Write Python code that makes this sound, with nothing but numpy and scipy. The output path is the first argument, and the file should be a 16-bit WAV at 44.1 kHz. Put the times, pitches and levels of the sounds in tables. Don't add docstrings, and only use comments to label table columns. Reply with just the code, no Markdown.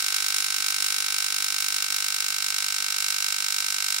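import sys
import numpy as np
from scipy import signal
from scipy.fft import rfft, irfft
from scipy.io import wavfile
from scipy.ndimage import uniform_filter1d

SR = 44100
rng = np.random.default_rng(int(sys.argv[2]) if len(sys.argv) > 2 else 0)


def to_wav(sig):
    pcm = np.clip(np.atleast_2d(sig), -1, 1) * 32767
    pcm = np.round(pcm).astype(np.int16)
    wavfile.write(sys.argv[1], SR, pcm.T)


N = 176400
SPARK_RATE_HZ, FIRST_SPARK_S = 50.0004, .00368
RUN_IN_S = .5
TRACK_SAMPLES = N + SR
FILTER_GRID_HZ = np.fft.rfftfreq(4096, 1 / SR)


def from_db(db):
    return 10 ** (np.asarray(db) / 20)


def db_at(table, hz, column=1):
    rows = np.array(table)
    return np.interp(np.log(hz + 1), np.log(rows[:, 0]), rows[:, column])


def minimum_phase(gain):
    cepstrum = irfft(np.log(gain + 1e-9))
    half = len(cepstrum) // 2
    cepstrum[1:half] *= 2
    cepstrum[half + 1:] = 0
    return irfft(np.exp(rfft(cepstrum)))[:half]


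def pulse_train(times, spectra, hz, lead_samples=128):
    position = (times + RUN_IN_S) * SR
    offset = position % 1 + lead_samples
    pulses = irfft(spectra * np.exp(-2j * np.pi * hz * offset[:, None] / SR))
    track = np.zeros(TRACK_SAMPLES)
    for start, pulse in zip(position.astype(int) - lead_samples, pulses):
        track[start:start + len(pulse)] += pulse
    return track


# (frequency [Hz], relative density [dB])
NOISE_SPECTRUM = [(20, -12), (50, -11), (100, -1), (160, -0.5), (350, 2), (700, -22), (3000, -33),
                  (16000, -35)]

def workshop_noise(mid_rms_db=-71.5, side_ratio_db=-10):
    shape = from_db(db_at(NOISE_SPECTRUM, np.fft.rfftfreq(N, 1 / SR)))
    noise = irfft(rfft(rng.standard_normal((2, N))) * shape, N)
    mid, side = from_db(mid_rms_db) * noise / noise.std()
    return mid + from_db(side_ratio_db) * np.array([side, -side])


def rig_hum(hz=244.6, rms_db=-72):
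    return from_db(rms_db) * np.sqrt(2) * np.sin(2 * np.pi * hz * np.arange(N) / SR)


def diffuse_tail(t60_s, build_s):
    t = np.arange(SR // 2) / SR
    build_up = 1 - np.exp(-(t / build_s) ** 2)
    tail = rng.standard_normal(len(t)) * build_up * from_db(-60 * t / t60_s)
    return tail / np.linalg.norm(tail)


def room_tail(cutoff_hz=8200):
    lowpass = signal.butter(1, cutoff_hz, fs=SR, output="sos")
    return signal.sosfilt(lowpass, diffuse_tail(t60_s=.22, build_s=.022))


def guard_tail():
    return diffuse_tail(t60_s=.023, build_s=.0015)


# (frequency [Hz], gain [dB])
SHIMMER_SPECTRUM = [(100, -29.5), (250, -21.5), (450, -16), (620, -18.5), (1100, -15.5), (1300, -10.5),
                    (1550, -4.5), (1750, -14.5), (1950, -11.5), (2150, 1.5), (2800, -3.5), (3000, -0.5),
                    (3400, 0), (3850, -2), (7150, 0), (12250, 0.5), (13150, 1), (15650, -12)]

def shimmer(times, shocks, hz, tails=4, guard_ratio_db=-4, trim_db=-.6):
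    blend = rng.standard_normal((len(times), tails))
    blend /= np.linalg.norm(blend, axis=1, keepdims=True)
    guard_gain = from_db(guard_ratio_db)
    reverb = np.zeros(TRACK_SAMPLES)
    for share in blend.T:
        tail = (guard_gain * guard_tail() + room_tail()) / np.hypot(1, guard_gain)
        pulses = pulse_train(times, shocks * share[:, None], hz)
        reverb += signal.fftconvolve(pulses, tail)[:TRACK_SAMPLES]
    colour = from_db(trim_db + db_at(SHIMMER_SPECTRUM, FILTER_GRID_HZ))
    return signal.fftconvolve(reverb, minimum_phase(colour))[:TRACK_SAMPLES]


def stereo_shimmer(times, shocks, hz, alike_below_hz=900):
    mid, side = shimmer(times, shocks, hz), shimmer(times, shocks, hz)
    side = signal.sosfilt(signal.butter(1, alike_below_hz, "high", fs=SR, output="sos"), side)
    return np.array([mid + side, mid - side]) / np.sqrt(2)


def steady_scatter(guard_db=-2.5, room_db=-4, cutoff_hz=933):
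    tail = from_db(guard_db) * guard_tail() + from_db(room_db) * room_tail()
    return signal.sosfilt(signal.butter(2, cutoff_hz, "high", fs=SR, output="sos"), tail)


# (frequency [Hz], left gain [dB], right gain [dB])
GUARD_SPECTRUM = [(100, -37.0, -35.3), (250, -18.7, -16.9), (500, -14.6, -12.9), (650, -20.9, -19.1),
                  (750, -5.3, -3.5), (850, -10.4, -8.6), (900, -4.8, -3.1), (950, -12.3, -10.6),
                  (1000, -5.0, -3.2), (1100, -2.3, -0.8), (1150, 4.4, -6.9), (1200, 5.9, 2.6),
                  (1250, 8.5, 4.4), (1350, 7.3, 12.6), (1400, 0.9, 7.4), (1450, -0.8, 10.8),
                  (1550, 10.3, 12.3), (1600, -1.6, 6.3), (1650, 4.6, -7.3), (1700, -4.9, -5.1),
                  (1750, -0.4, -4.5), (1850, -6.0, 3.8), (2050, 2.8, -1.3), (2150, 11.7, 7.2),
                  (2350, 5.0, 12.9), (2450, 5.2, -1.2), (2650, 7.6, 11.3), (2800, -2.3, 14.1),
                  (3000, -5.5, 0.6), (3200, 0.1, 6.2), (3300, -1.0, -0.9), (3550, 6.5, 1.2),
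                  (3850, 10.3, 12.1), (4000, 4.5, 9.5), (4350, 2.7, 13.5), (4550, 7.4, 5.5),
                  (4850, 4.2, 3.1), (5050, 2.1, 13.2), (5250, 8.6, 12.1), (6250, 3.0, 2.4),
                  (6650, 4.3, 11.7), (6750, -1.1, 7.4), (7050, 9.6, 5.9), (7350, 4.2, 2.0),
                  (7850, 2.4, 8.5), (8350, 3.1, 0.9), (8850, 5.4, 6.1), (9450, -2.8, 1.0), (9850, 5.6, 5.0),
                  (10350, -2.2, 0.3), (12350, -2.4, 0.1), (13150, -7.0, -6.2), (13350, -1.0, -3.9),
                  (14050, -6.3, -6.9), (15150, -8.8, -1.8), (15650, -1.8, 0.1)]
# (frequency [Hz], gain [dB])
SPARK_BALANCE = [(200, -3.5), (700, 1), (1050, 0.7), (1400, 1.17), (2100, -1), (2600, -2.5), (3400, 0.3),
                 (3900, -1.06), (4600, 0.5), (5250, 1.1), (6200, 0.15), (9000, 0.17), (12000, -1),
                 (16000, -1.5)]

def guard_colour(scatter, paths, column, uneven_above_hz=1460):
    harmonics_hz = np.arange(0, SR // 2, round(SPARK_RATE_HZ))
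    response = rfft(scatter, SR)[harmonics_hz]
    for delay_ms, db in paths:
        response += from_db(db) * np.exp(-2j * np.pi * harmonics_hz * delay_ms / 1000)
    power = abs(response) ** 2
    smoothing = harmonics_hz / np.hypot(harmonics_hz, uneven_above_hz)
    power += (uniform_filter1d(power, size=3) - power) * smoothing
    comb_gain = np.sqrt(np.interp(FILTER_GRID_HZ, harmonics_hz, power))
    colour_db = db_at(SPARK_BALANCE, FILTER_GRID_HZ) + db_at(GUARD_SPECTRUM, FILTER_GRID_HZ, column)
    return minimum_phase(from_db(colour_db) / comb_gain)


def arc_wander(paths, count, hz, jitter_s=5e-6, spread_db=1.63, beaming_hz=4040):
    beaming = hz / np.hypot(hz, beaming_hz)
    response = 0
    for delay_ms, db in paths:
        shift, weight = rng.standard_normal((2, count, 1))
        delay_s = delay_ms / 1000 + jitter_s * shift
        gain = from_db(db + spread_db * weight * beaming)
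        response = response + gain * np.exp(-2j * np.pi * hz * delay_s)
    return response


# (centre time [s], half length [s], frequency [Hz], boost [dB])
TREBLE_GLINTS = [(.3, 0.54, 10870, 5), (1.15, 0.6, 10470, 7)]

def glints_db(times, hz, half_width_hz=330):
    return sum(db * np.exp(-((times[:, None] - centre_s) / half_s) ** 2
                           - ((hz - centre_hz) / half_width_hz) ** 2)
               for centre_s, half_s, centre_hz, db in TREBLE_GLINTS)


# (time [s], level [dB])
SPARK_LEVEL = [(0, 0.7), (.9, 1), (1.3, 0.4), (4, 0)]
# (time [s], tilt at 10 kHz [dB])
SPARK_TILT = [(0, -0.8), (.9, -1.2), (1.3, -1), (4, -1)]
# (time [s], extra level [dB])
LOUD_SPARKS = [(0.084, 1.4), (0.144, 2.7), (0.164, 1.7), (0.344, 2.0), (0.544, 1.3), (0.824, 1.2),
               (1.084, 1.5), (1.404, 1.2), (1.764, 1.5), (1.924, 1.6), (2.584, 2.1), (3.024, 1.1),
               (3.104, 1.1), (3.244, 1.3), (3.324, 1.4), (3.584, 1.6), (3.604, 1.2), (3.884, 1.5)]

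def sparks(hz, level_spread_db=.5, tilt_spread_db=1.22):
    index = np.arange(-int(RUN_IN_S * SPARK_RATE_HZ), int(N / SR * SPARK_RATE_HZ))
    times = FIRST_SPARK_S + index / SPARK_RATE_HZ
    level_draw, tilt_draw = rng.standard_normal((len(times), 2)).T
    extra_db = level_spread_db * level_draw
    for time_s, db in LOUD_SPARKS:
        extra_db[np.argmin(abs(times - time_s))] = db
    level_db = np.interp(times, *np.transpose(SPARK_LEVEL)) + extra_db
    tilt_db = np.interp(times, *np.transpose(SPARK_TILT)) + tilt_spread_db * tilt_draw
    return times, from_db(level_db[:, None] + tilt_db[:, None] * hz / 10000 + glints_db(times, hz))


# (delay [ms], relative level [dB])
LEFT_PATHS = [(.03, -2), (1.05, -12), (1.43, -8.5), (1.83, -10), (2.04, -4.5), (2.24, -8.5), (2.47, -5),
              (2.88, -6.5), (3.26, -3.5), (3.44, -8), (5.33, -3.5)]
RIGHT_PATHS = [(0, -1.2), (.72, -6), (1.31, -1.5), (1.77, -16.5), (2.13, -2), (2.42, -5.5), (2.92, -5.5),
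               (3.1, -7), (3.69, -4), (5.39, -12)]

def spark_buzz(times, shocks, hz):
    channels = []
    for column, paths in enumerate((LEFT_PATHS, RIGHT_PATHS), start=1):
        scatter = steady_scatter()
        arrivals = pulse_train(times, shocks * arc_wander(paths, len(times), hz), hz)
        scattered = signal.fftconvolve(pulse_train(times, shocks, hz), scatter)[:TRACK_SAMPLES]
        colour = guard_colour(scatter, paths, column)
        channels.append(-signal.fftconvolve(arrivals + scattered, colour)[:TRACK_SAMPLES])
    return np.array(channels)


def scene():
    hz = np.fft.rfftfreq(768, 1 / SR)
    times, shocks = sparks(hz)
    sparking = spark_buzz(times, shocks, hz) + stereo_shimmer(times, shocks, hz)
    start = int(RUN_IN_S * SR)
    return sparking[:, start:start + N] + workshop_noise() + rig_hum()


def record(dry, cutoff_hz=15870):
    lowpass = signal.firwin(801, cutoff_hz, fs=SR, window="blackman")
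    return signal.fftconvolve(dry, lowpass[None], "same", axes=1)


dry = scene()
out = record(dry)
to_wav(out)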